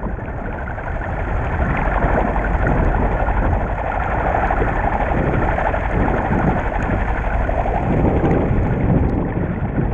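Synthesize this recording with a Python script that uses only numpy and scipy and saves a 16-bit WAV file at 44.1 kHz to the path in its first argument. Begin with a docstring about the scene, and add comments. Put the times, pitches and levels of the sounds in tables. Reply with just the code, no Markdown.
"""A boat engine runs slowly nearby, heard under water from inside a sealed housing moving over a reef.
Its hum is multiples of the cycle rate; knocks, clatter, ticks, ringing and fizz are noise bursts and
short tones, some in step with the cycle, some at random or listed times. The flow buffets the housing:
coloured noise in gusts over a rumble, with low thuds. Sharp clicks, some perhaps from snapping reef
animals, are sums of decaying tones, most ringing the housing, a few short and dry."""
import sys
import numpy as np
from scipy import signal
from scipy.fft import rfft, irfft, next_fast_len
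from scipy.io import wavfile
from scipy.ndimage import uniform_filter1d, minimum_filter1d

SR = 44100
rng = np.random.default_rng(int(sys.argv[2]) if len(sys.argv) > 2 else 0)


def bounce(signal):
    """Save signal as a 16-bit WAV file at the path given by the first command-line argument."""
    frames = np.transpose(np.atleast_2d(signal))
    limited = np.clip(frames, -1, 1)
    pcm = np.round(limited * 32767).astype(np.int16)
    wavfile.write(sys.argv[1], SR, pcm)


N = 437913
T = np.arange(N) / SR

# engine at the housing, before trims: t/s, knocking level/dB, clatter level/dB, ringing level/dB
ENGINE_LEVELS = [(0.05, -31.5, -40, -54.5), (0.76, -29.5, -37, -47.5), (1.5, -25.5, -31.5, -42),
                 (1.72, -24.5, -28, -42), (1.96, -20, -28, -38), (2.5, -22.5, -31.5, -42),
                 (3.35, -21.5, -31, -41), (3.65, -23, -33.5, -43), (4.01, -22, -30, -40.5),
                 (4.36, -18.5, -26.5, -38.5), (4.61, -23, -27, -40), (5.07, -19.5, -30, -39),
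                 (5.25, -26.5, -31.5, -40), (5.75, -20, -29, -38), (6.03, -25, -31, -39.5),
                 (6.33, -22, -30.5, -41), (6.98, -25, -31.5, -39.5), (7.8, -20, -35.5, -41),
                 (7.99, -36, -38.5, -41), (8.78, -28.5, -36.5, -43.5), (9.16, -36, -41.5, -48.5),
                 (9.85, -30.5, -38.5, -47.5)]
# engine fizz, also steers the faint crackle: t/s, level/dB
FIZZ_LEVELS = [(0.1, -77.5), (1.38, -64.5), (2.0, -63), (3.9, -67), (4.3, -63.5), (6.4, -63.5), (7.46, -63),
               (8.0, -64.5), (8.82, -70.5), (9.19, -78.5), (9.85, -78)]


def amp(db):
    """Amplitude ratio of a level in dB."""
    return 10 ** (np.asarray(db) / 20)


def evened(x):
    """Scale to rms 1."""
    return x / np.sqrt(np.mean(x ** 2) + 1e-20)


def curve(rows, column, t=T):
    """One column of a time table, linear between rows."""
    table = np.array(rows)
    return np.interp(t, table[:, 0], table[:, column])


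def read(points, hz):
    """Spectrum level, linear in dB over log frequency, -120 dB outside the points."""
    f, db = np.transpose(points)
    return np.interp(np.log(hz + 1), np.log(f + 1), db, -120, -120)


def coloured(x, points):
    """Filter by a spectrum of f/Hz, level/dB, then scale to rms 1."""
    size = next_fast_len(N)
    gain = amp(read(points, np.fft.rfftfreq(size, 1 / SR)))
    return evened(irfft(rfft(x, size) * gain, size)[:N])


def wander(seconds):
    """Smooth chance of rms 1 that changes over the given time."""
    t = np.arange(0, N / SR + 1, seconds / 8)
    steps = rng.standard_normal(len(t))
    smooth = uniform_filter1d(uniform_filter1d(steps, 8), 8)
    return np.interp(T, t, evened(smooth))


def add(mix, s, sound):
    """Mix a sound in at s seconds, cut at the end."""
    part = mix[round(s * SR):][:len(sound)]
    part += sound[:len(part)]


def rattle(turns, blows, points, level_db, flicker_db, flicker_s):
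    """Noise that bursts at fixed places of the cycle, each blow with its own strength."""
    luck = np.clip(rng.standard_normal((130, len(blows))), -2, 1.3)
    coarse = turns[::16]
    power = 1  # steady part
    for (place, length, db, scatter_db), row in zip(blows, luck.T):
        nearest = np.round(coarse - place)
        strength = amp(db + scatter_db * row[nearest.astype(int) + 2]) ** 2
        power = power + strength * np.exp(-((coarse - place - nearest) / length) ** 2)
    swell = np.interp(turns, coarse, np.sqrt(power))
    swell *= amp(flicker_db * wander(flicker_s))
    return amp(level_db) * coloured(swell * rng.standard_normal(N), points)


def bursts(rows, cycles, glide, lead_s, db, order=2):
    """Short tones that swell, die and glide, peaking after `cycles`; a higher order narrows the swell."""
    out = np.zeros(N)
    for (s, peak_db, hz), phase in zip(rows, rng.random(len(rows))):
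        u = np.arange(0, 7 * cycles, hz / SR) / cycles  # 1 at the peak
        swell = (u * np.exp(1 - u)) ** order
        tone = swell * np.sin(2 * np.pi * (cycles * u * (1 + glide * (u - 1)) + phase))
        add(out, max(s - lead_s, 0), amp(peak_db + db) * tone)
    return out


def scattered(per_s, pair_hz, column, spread, over_db):
    """Random short rings near two pitches, following an engine level: t/s, level/dB, f/Hz."""
    when, size, which, detune = rng.random((int(per_s * N / SR), 4)).T
    s = when * (N / SR - .05)
    hz = np.where(which < .6, *pair_hz) * (1 + spread * (detune - .5))
    return np.transpose([s, curve(ENGINE_LEVELS, column, s) + over_db + 4.8 * size, hz])


def beneath(steady, hits, depth):
    """A struck part rings with the blow alone: its steady sound gives way while the blow lasts."""
    hit_power = uniform_filter1d(hits ** 2, 200)
    steady_power = uniform_filter1d(steady ** 2, 4000) + 1e-12
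    return steady / (1 + depth * abs(hit_power / steady_power)) + hits


def engine_turns():
    """Engine cycles gone by at each sample; the slope is the cycle rate."""
    # t/s, cycles gone by
    cycle_times = [(0, -0.52), (0.8766, 10), (1.7037, 20), (2.5441, 30), (3.3828, 40), (3.7944, 45),
                   (4.6056, 55), (5.4367, 65), (6.2633, 75), (6.6742, 80), (7.5134, 90), (8.339, 100),
                   (9.1383, 110), (9.94, 120.13)]
    return curve(cycle_times, 1)


def hum(turns):
    """Low multiples of the cycle rate, in step with one pressure pulse a cycle, each wavering a little."""
    # multiple of the cycle rate, relative level/dB
    partials = [(2, -13), (3, -9), (4, 0), (5, -13), (6, -16), (7, -13)]
    # t/s, level/dB
    levels = [(0.1, -30.5), (0.37, -56), (1.19, -28), (1.4, -40), (1.87, -22.5), (3.4, -23), (3.6, -28),
              (4.38, -28), (5.94, -25.5), (6.1, -29), (7.06, -24.5), (7.71, -23.5), (8.21, -37),
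              (9.15, -25.5), (9.41, -43), (9.9, -22)]
    drift_cycles = 0.035 * wander(0.22)  # the path through the water shifts
    tones = np.zeros(N)
    for k, db in partials:
        waver_db = 1.5 * wander(.25)
        tones += amp(db + waver_db) * np.cos(2 * np.pi * k * (turns - .1 + drift_cycles))
    return amp(curve(levels, 1)) * np.sqrt(2) * tones


def knocking(turns):
    """Mid-pitched noise blows in each cycle and random soft knocks, giving way to the loudest knocks."""
    # place in cycle (0-1), length/cycles, level over steady/dB, scatter/dB
    blows = [(0.079, 0.09, 7, 1.8), (0.279, 0.06, 5, 1.8), (0.621, 0.04, 0, 1.8), (.85, 0.08, 6.5, 1.8)]
    # f/Hz, relative density/dB per Hz
    spectrum = [(330, -19.5), (450, -4), (560, -3), (640, 2), (800, -0.5), (900, -1.5), (990, -6.5),
                (1100, -10.5), (1400, -43)]
    # loudest knocks: t/s (starts lead_s earlier), relative peak/dB, f/Hz
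    thumps = [(.033, -19.5, 880), (.04, -21.5, 536), (.055, -19, 900), (.184, -22.5, 430),
              (0.485, -19.5, 462), (.532, -22, 820), (.717, -18.5, 774), (0.972, -22, 785),
              (1.047, -21, 665), (1.09, -16.5, 784), (1.18, -17, 745), (1.412, -17, 790),
              (1.592, -13.5, 750), (1.703, -19, 800), (1.749, -13.5, 704), (1.79, -13, 770),
              (1.822, -12, 810), (1.876, -19, 620), (1.927, -18, 676), (1.98, -10, 940), (2.013, -18, 780),
              (2.035, -19, 810), (2.056, -22, 715), (2.085, -14, 740), (2.178, -9, 617), (2.362, -10, 776),
              (2.422, -22, 608), (2.52, -14, 690), (2.693, -15, 780), (2.929, -17, 656), (2.946, -8.5, 730),
              (2.984, -10.5, 890), (3.025, -12, 830), (3.054, -10.5, 687), (3.08, -16, 750),
              (3.111, -16, 750), (3.14, -16, 850), (3.217, -21, 623), (3.287, -10.5, 845),
              (3.322, -15, 740), (3.371, -12, 830), (3.452, -13, 790), (3.531, -10.5, 740),
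              (3.698, -16, 780), (3.782, -14, 790), (3.816, -12, 770), (3.862, -11, 710), (3.9, -11, 760),
              (3.943, -15, 770), (3.976, -8.5, 700), (4.022, -12, 736), (4.062, -12, 750),
              (4.123, -13, 700), (4.146, -12, 786), (4.187, -12, 790), (4.217, -20, 700),
              (4.268, -9.5, 705), (4.285, -13, 683), (4.302, -8, 690), (4.312, -13, 527),
              (4.348, -5.5, 686), (4.385, -19, 774), (4.415, -19, 770), (4.425, -17, 785), (4.436, -9, 727),
              (4.447, -12, 690), (4.462, -19, 835), (4.508, -5.5, 693), (4.536, -11, 740), (4.58, -14, 700),
              (4.617, -9.5, 415), (4.667, -18, 810), (4.691, -22, 810), (4.759, -14, 830),
              (4.796, -15, 770), (4.839, -9.5, 786), (4.875, -6, 720), (4.921, -11.5, 780),
              (4.953, -8.5, 764), (5.003, -9.5, 747), (5.085, -13, 552), (5.119, -7, 710), (5.27, -19, 573),
              (5.326, -21, 613), (5.418, -13.5, 770), (5.49, -10, 790), (5.583, -9.5, 667),
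              (5.651, -11, 610), (5.671, -8.5, 766), (5.741, -8.5, 603), (5.752, -14, 794),
              (5.857, -11, 770), (5.911, -13.5, 607), (6.083, -8.5, 770), (6.147, -19, 900),
              (6.167, -12, 588), (6.204, -12, 840), (6.232, -15, 786), (6.248, -11, 696),
              (6.334, -12.5, 796), (6.365, -16, 656), (6.401, -10, 740), (6.494, -9, 745),
              (6.565, -13, 620), (6.721, -10.5, 608), (6.757, -13, 740), (6.929, -24, 600),
              (7.182, -22, 880), (7.41, -13.5, 650), (7.433, -17, 646), (7.493, -6, 617), (7.52, -15, 687),
              (7.564, -19, 664), (7.579, -9.5, 614), (7.596, -7, 663), (7.658, -9.5, 640),
              (7.72, -13.5, 426), (7.74, -10.5, 670), (7.762, -8.5, 700), (7.778, -12.5, 770),
              (8.057, -13.5, 794), (8.164, -19, 560), (8.296, -14, 640), (8.427, -18, 580),
              (8.636, -20, 595), (8.706, -21, 776), (8.778, -23, 567), (8.945, -25, 703),
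              (9.227, -18.5, 921), (9.325, -20, 846), (9.43, -24, 830), (9.654, -18, 710),
              (9.855, -22, 760)]
    level_db = curve(ENGINE_LEVELS, 1) - 4.0
    steady = rattle(turns, blows, spectrum, level_db, flicker_db=0.56, flicker_s=0.0073)
    soft_rows = scattered(per_s=45, pair_hz=[770, 632], column=1, spread=0.45, over_db=-4.0)
    soft = bursts(soft_rows, cycles=3.36, glide=0.03, lead_s=0, db=0.5)
    loud = bursts(thumps, cycles=3.72, glide=0.054, lead_s=0.00422, db=-2.0, order=5)
    return beneath(steady + soft, loud, depth=0.87)


def clattering(turns):
    """Noise blows in each cycle and small parts ringing at random, giving way to the loudest pings."""
    # place in cycle (0-1), length/cycles, level over steady/dB, scatter/dB
    blows = [(.03, 0.063, 2.4, 4.7), (0.549, 0.051, 1.2, 5.6), (0.849, 0.22, 1.9, 2.1)]
    # f/Hz, relative density/dB per Hz
    spectrum = [(620, -39), (1050, 1), (1180, -5), (1420, 0), (1490, 0), (1600, -5.5), (1770, 1),
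                (1960, -11), (2200, -14), (2860, -36), (4840, -120)]
    # loudest pings: t/s (starts lead_s earlier), relative peak/dB, f/Hz
    pops = [(.0997, -15, 1520), (.1242, -17, 1570), (.207, -17, 1710), (.2828, -13.5, 1500),
            (.3287, -27, 1520), (.3726, -17, 1540), (0.4589, -11, 1480), (.5083, -14, 1500),
            (0.588, -11, 1500), (0.622, -12, 1520), (.6634, -17, 1980), (0.6784, -6.5, 1430),
            (0.709, -9, 1520), (0.7911, -10.5, 1560), (0.8809, -8, 1480), (0.9063, -12, 1490),
            (.9613, -18, 1620), (1.015, -9.5, 1480), (1.04, -8, 1760), (1.0725, -13, 1500),
            (1.13, -11.5, 1570), (1.1713, -15, 1800), (1.2441, -18, 1580), (1.2845, -13, 1820),
            (1.545, -6, 1520), (1.623, -10, 1450), (1.651, -10, 1520), (1.708, -9, 1890), (1.776, -7, 2060),
            (1.795, -16, 1650), (1.8761, -4, 1660), (1.91, -13, 1480), (1.943, -4, 1750),
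            (1.9824, -6, 1500), (2.04, -8, 1830), (2.077, -13, 1433), (2.105, -13, 1792), (2.164, -5, 1500),
            (2.395, -9, 2000), (2.444, -10, 1760), (2.4458, -1, 1460), (2.453, -5, 1530), (2.467, -7, 1520),
            (2.63, -6, 1500), (2.6673, -2, 1420), (2.669, -5, 1830), (2.675, -9, 1500), (2.802, -20, 1410),
            (2.9203, -10, 1450), (2.947, -5, 1440), (3.1966, -7.5, 1400), (3.27, -5, 1410),
            (3.3802, -6, 1430), (3.433, -9, 1370), (3.667, -8, 1370), (3.92, -5, 1390),
            (4.0008, -6.5, 1350), (4.076, -6, 1360), (4.204, -11, 1433), (4.238, -7, 1300),
            (4.422, -6, 1350), (4.447, -7, 1720), (4.485, -8, 1340), (4.567, -4, 1380), (4.769, -7, 1730),
            (4.79, -14, 1488), (4.795, -6, 1740), (4.9227, -4.5, 1730), (5.226, -9, 1800),
            (5.3547, -5, 1410), (5.423, -6, 1770), (5.43, -5.5, 1340), (5.669, -10, 1709),
            (5.748, -6, 1390), (6.034, -7, 1800), (6.1404, -6, 1390), (6.338, -10, 1420),
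            (6.389, -11, 1370), (6.412, -6, 1440), (6.807, -8, 1510), (6.9062, -7, 1660),
            (7.149, -11, 1470), (7.174, -7, 1510), (7.303, -7, 1480), (7.325, -5, 1480), (7.45, -4.5, 1460),
            (7.5078, -10, 1830), (8.0805, -15, 1560), (8.1972, -12, 1600), (8.2546, -10, 1530),
            (8.3459, -10, 1530), (8.7091, -14, 1460), (8.8094, -13, 2140), (9.1473, -22, 2000),
            (9.2509, -15, 1840), (9.3247, -11, 1780), (9.4117, -19, 1870), (9.5614, -17, 1950),
            (9.61, -16.5, 1410), (9.6871, -18, 1470), (9.7647, -11, 1450), (9.8223, -20, 1510),
            (9.8697, -20, 1830)]
    level_db = curve(ENGINE_LEVELS, 2) - 1.6
    steady = rattle(turns, blows, spectrum, level_db, flicker_db=0.5, flicker_s=0.0075)
    ping_rows = scattered(per_s=190, pair_hz=[1445.5, 1760], column=2, spread=0.21, over_db=-6.0)
    pings = bursts(ping_rows, cycles=6.3, glide=0.0094, lead_s=0, db=0.5)
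    loud = bursts(pops, cycles=5.7, glide=0.0051, lead_s=0.0026, db=-13.0, order=3)
    return beneath(steady + pings, loud, depth=0.38)


def ticks(turns):
    """Valve ticks: a short metal ring at the same places of every cycle."""
    # place in cycle, level over the ringing/dB
    places = [(-.02, 18), (0.499, -5.5), (.88, 0.5)]
    t, t60_s = np.arange(1200) / SR, 0.0076
    ring = np.zeros(len(t))
    for hz, db in [(2600, -1.0), (3280, -6.0)]:
        ring += np.sin(2 * np.pi * hz * t) * amp(db - 60 * t / t60_s)
    ring *= (1 - np.exp(-t / 0.00093)) ** 2  # the housing softens the start
    strikes = np.zeros(N)
    for place, db in places:
        at = np.flatnonzero(np.diff(np.floor(turns - place)))
        strikes[at] += amp(db + 2.5 * rng.standard_normal(len(at)))
    return signal.oaconvolve(strikes * amp(curve(ENGINE_LEVELS, 3)), ring)[:N]


def ringing(turns):
    """Ringing band of noise, swelling with blows in each cycle."""
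    # place in cycle (0-1), length/cycles, level over steady/dB, scatter/dB
    blows = [(.15, 0.067, 3.5, 2), (0.529, 0.016, 3.2, 2.7), (.87, 0.08, 3.2, 0.86)]
    # f/Hz, relative density/dB per Hz
    spectrum = [(1210, -17.5), (2050, 0), (2540, -5.5), (2850, -17), (3260, -17.5), (3560, -24.5),
                (3800, -40.5), (4500, -68.5), (7170, -120)]
    level_db = curve(ENGINE_LEVELS, 3) + 1.86
    return rattle(turns, blows, spectrum, level_db, flicker_db=2.0, flicker_s=0.003)


def fizzing(turns):
    """Faint treble noise, swelling with brief blows in each cycle."""
    # place in cycle (0-1), length/cycles, level over steady/dB, scatter/dB
    blows = [(.02, 0.024, 1.5, 3), (.52, 0.026, 1.9, 1.8), (.82, 0.046, 1.8, 3.4)]
    # f/Hz, relative density/dB per Hz
    spectrum = [(3300, -41.5), (3700, -6), (5000, -6.5), (5900, -8.5), (6250, -7), (6470, 3.5),
                (6800, -3.5), (7500, -5.5), (9300, -15), (10100, -29), (12000, -31), (13000, -63.5)]
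    return rattle(turns, blows, spectrum, curve(FIZZ_LEVELS, 1), flicker_db=1.0, flicker_s=0.0086)


def gusts():
    """Flow rows t/s, level/dB, brightness/dB per octave: each gust rises quickly, holds and fades."""
    # flow between gusts: t/s, level/dB
    calm = [(0.1, -32.5), (0.5, -29.5), (0.75, -35), (1.3, -28), (2.4, -27), (3.9, -31.5), (4.4, -25.5),
            (5.8, -29.5), (7.3, -30.5), (7.8, -25), (9.9, -25)]
    # start/s, hold/s, level/dB, brightness/dB per octave
    gust_rows = [(0.015, 0.022, -30.5, 4), (1.627, 0.15, -27, -5.5), (1.992, 0.068, -21, 0),
                 (2.133, 0.045, -24.5, 10.5), (2.644, 0.2, -21, 0.5), (2.984, 0.048, -23, 2.5),
                 (3.414, 0.046, -21.5, 2.5), (3.574, 0.039, -25.5, -5), (4.09, 0.014, -29.5, 6),
                 (4.597, 0.019, -24.5, 0.5), (5.13, 0.27, -19.5, 0.5), (5.928, 0.13, -20, 0.5),
                 (6.126, 0.042, -21, 4.5), (6.302, 0.19, -19.5, -1), (6.785, 0.22, -25, -0.5),
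                 (7.533, 0.057, -32.5, 2), (7.861, 0.14, -18, 0.5), (7.997, 0.41, -17.5, 2.4),
                 (8.496, 0.34, -20, -2), (8.87, 0.36, -18.5, -1), (9.361, 0.047, -24.5, -4.5),
                 (9.493, .02, -24.5, -10), (9.606, .03, -26, -11.5), (9.766, .04, -21, -4)]
    rise_s, fade_db_per_s = 0.0074, 84.5
    t = np.arange(0, N / SR, .002)
    power = amp(curve(calm, 1, t)) ** 2
    tilt = 0  # weighted by power
    for s, hold_s, db, tilt_db in gust_rows:
        fade_db = fade_db_per_s * np.maximum(t - s - rise_s - hold_s, 0)
        gust = (np.clip((t - s) / rise_s, 0, 1) * amp(db - fade_db)) ** 2
        power = power + gust
        tilt = tilt + gust * tilt_db
    return np.transpose([t, 10 * np.log10(power), tilt / power])


def flow():
    """Lumpy turbulence in gusts, each with its own brightness, over a deep rumble."""
    # buffeting: f/Hz, relative density/dB per Hz
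    buffet = [(53, -31), (90, 0), (146, 1.5), (322, -3), (629, -11), (688, -17.5), (786, -10.5), (909, -20),
              (1300, -29.5), (1690, -61), (2860, -120)]
    # deep push of the water: t/s, level/dB before its waver
    rumble_levels = [(0.1, -30.5), (1.3, -23), (1.7, -22), (2.25, -31), (2.79, -21), (3.1, -22.5),
                     (3.49, -22.5), (3.9, -27.5), (4.7, -24), (5.3, -29), (5.45, -20), (5.65, -28),
                     (5.85, -25), (6.7, -27), (7.1, -26), (7.67, -23.5), (8.65, -18.5), (8.8, -25),
                     (9.03, -19), (9.3, -27.5), (9.85, -29)]
    # f/Hz, relative density/dB per Hz
    rumble_spectrum = [(10, -36), (24, -3), (40, -5), (70, -4), (100, -9), (140, -15.5), (300, -84)]
    hop, frames = 256, N // 256 + 5
    hz = np.fft.rfftfreq(1024, 1 / SR)
    real, imag, patches = rng.standard_normal((frames, 513, 3)).T
    # patches of strength, smooth over 8 bins and 6 frames
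    patches = evened(uniform_filter1d(uniform_filter1d(patches, 8, 0), 6, 1))
    push = gusts()
    octaves = np.log2(np.maximum(hz, 20) / 220)[:, None]
    tilt_db = np.clip(curve(push, 2, np.arange(frames) * hop / SR) * octaves, -30, 12)
    grid = (real + 1j * imag) * amp(1.13 * patches + tilt_db)
    lumps = signal.istft(grid, nperseg=1024, noverlap=1024 - hop)[1][:N]
    lumps = lumps * amp(1.5 * wander(.015))
    rumble_db = curve(rumble_levels, 1) + 1.5 * wander(.1)
    rumble = amp(rumble_db) * coloured(rng.standard_normal(N), rumble_spectrum)
    return amp(curve(push, 1)) * coloured(lumps, buffet) + rumble


def water():
    """The flow, giving way to the loudest lumps of water hitting the housing."""
    # t/s (starts lead_s earlier), relative peak/dB, f/Hz
    thuds = [(.072, -11, 187), (.23, -15.5, 109), (.36, -16, 109), (.425, -16, 216), (1.677, -10.5, 164),
             (1.824, -11, 161), (2.013, -12, 150), (2.165, -7, 186), (2.257, -6, 224), (2.672, -11.5, 117),
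             (2.71, -8, 265), (2.736, -8, 140), (3.486, -8, 87), (3.53, -6.5, 91), (4.612, -12, 290),
             (5.178, -8, 207), (5.381, -10, 114), (5.972, -10, 92), (6.142, -10, 327), (6.328, -5.5, 173),
             (6.364, -10, 166), (6.903, -6, 209), (7.881, -9.5, 127), (8.092, -7, 173), (8.513, -4.5, 115),
             (8.622, -17, 91), (8.668, -7.5, 192), (8.712, -8, 125), (8.86, -16, 90), (8.92, -2.5, 151),
             (9.012, -6, 88.5), (9.075, -14, 88), (9.143, -9, 90)]
    hits = bursts(thuds, cycles=1.05, glide=0.011, lead_s=0.01076, db=-5.0)
    return beneath(flow(), hits, depth=0.4)


def click_rings(modes, detune):
    """Decaying tones of a click, one per mode."""
    t = np.arange(800) / SR
    onset = (1 - np.exp(-t / 0.00009)) ** 2
    return [amp(db - 60 * t / t60_s) * np.sin(2 * np.pi * hz * d * t) * onset
            for (hz, db, t60_s), d in zip(modes, detune)]


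def sharp_clicks():
    """Sharp clicks, most ringing the housing, a few short and dry, over a faint crackle in ten colours."""
    # click resonances: f/Hz, relative level/dB, t60/s
    modes = [(4050, 5, 0.0011), (6560, 0.5, 0.0064), (7800, -3, 0.0046), (10600, -24.5, .001)]
    # loudest clicks: t/s (starts 0.8 ms later), relative level/dB,
    # relative weight of lowest ring/dB, weight of two highest rings/dB
    loudest = [(.2011, -56, -17, -12), (.3797, -55, -15, -11), (.6341, -55, -14, -7),
               (.9928, -52, -17, -14), (1.4467, -46, -14, -15), (1.6498, -48, -16, -21),
               (1.8329, -48, -14, -12), (1.8509, -48, -11, -16), (2.1377, -45, -22, -15),
               (2.1906, -46, -21, -19), (2.4425, -50, -12, -12), (2.5323, -47, -19, -18),
               (2.679, -42, -28, -2), (2.8481, -40.5, -13, -8), (2.887, -53, -11, -4),
               (3.5335, -47, -17, -14), (3.6752, -54, -17, -11), (3.9431, -49, -20, -18),
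               (4.0394, -46, -20, -21), (4.0578, -47, -15, -16), (4.139, -50, -15, -19),
               (4.2983, -48, -19, -5), (4.3746, -47, -21, -10), (4.4723, -42, -10, -13),
               (4.632, -53, -19, -18), (4.7438, -51, -18, -9), (4.7562, -45, -22, -19),
               (5.2406, -46, -23, -16), (5.5834, -52, -14, -17), (5.8084, -48, -20, -16),
               (5.9115, -42, -22, -1), (6.3277, -54, -7, -11), (6.389, -40, -26, -12),
               (6.4928, -53, -12, -12), (6.5976, -41, -23, -15), (6.826, -31.5, -18, -12),
               (7.6143, -49, -15, -18), (7.8442, -58, -20, -15), (8.2408, -46, -14, -12),
               (8.2555, -42, -23, -15), (8.313, -39, -13, -16), (8.6324, -46, -15, -8),
               (8.6714, -50, -10, -15), (8.9931, -55, -11, -15), (9.0876, -54, -4, -4), (9.096, -48, -1, 3),
               (9.1473, -58, -9, -10), (9.1523, -58, -8, -12)]
    crackle_per_s, crackle_db = 90, -69
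    size_db = crackle_db + 3.5 * np.minimum(rng.exponential(1, N), 4)
    size = amp(size_db) * (rng.random(N) < crackle_per_s / SR)
    size *= amp(.6 * (curve(FIZZ_LEVELS, 1) + 65.5))  # the crackle follows the fizz level
    kind, out = rng.integers(0, 10, N), np.zeros(N)
    for k, luck in enumerate(rng.standard_normal((10, 7))):
        detune = 1 + np.array([.15, .02, .08, 0]) * luck[3:]
        click = amp(4.0 * luck[:3] + [-8, 0, 0]) @ click_rings(modes, detune)[:3]
        out += signal.oaconvolve(size * (kind == k), click)[:N]
    for (s, db, low_db, high_db), luck in zip(loudest, rng.standard_normal((len(loudest), 4))):
        low, main, high, top = click_rings(modes, 1 + 0.023 * luck)
        click = amp(low_db + 20.0) * low + main + amp(high_db) * (high + top)
        add(out, s + .0008, amp(db + 4.5) * click)
    return out


def cracks():
    """Short cracks, low to high in pitch: tones of a few cycles that glide down slightly."""
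    # t/s (starts lead_s earlier), relative peak/dB, f/Hz
    rows = [(0.2563, -32, 2450), (0.5277, -31, 2460), (1.4706, -27, 2570), (1.7714, -19.5, 2520),
            (1.8158, -23, 2270), (1.876, -24, 1230), (1.9435, -21, 1280), (2.3625, -26, 1240),
            (2.8494, -43, 2470), (4.2602, -32, 2530), (4.4725, -40, 3300), (6.8259, -27, 2560),
            (8.2546, -32, 3000), (8.312, -22, 2100)]
    return bursts(rows, cycles=2.8, glide=-0.028, lead_s=0.00032, db=3.0)


def scene():
    """Engine, water, clicks and cracks in one channel."""
    turns = engine_turns()
    sway = amp(0.53 * wander(.1) + 0.68 * wander(.015))  # metal noises waver together as the housing sways
    metal = knocking(turns) + clattering(turns) + ticks(turns) + ringing(turns) + fizzing(turns)
    engine = hum(turns) + sway * metal
    return (engine + water() + sharp_clicks() + cracks())[None]


def record(dry):
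    """A limiter turns down the highest peaks; then a low-pass limits the band."""
    limit_db, edge_hz = -4.3, 12900
    room = np.minimum(amp(limit_db) / (abs(dry) + 1e-9), 1)
    gain = uniform_filter1d(uniform_filter1d(minimum_filter1d(room, 400), 200), 200)
    padded = np.pad(dry * gain, ((0, 0), (255, 255)), "reflect", reflect_type="odd")
    lowpass = signal.firwin(511, edge_hz, window=("kaiser", 9), fs=SR)
    return signal.oaconvolve(padded, lowpass[None], "valid")


dry = scene()
out = record(dry)
bounce(out)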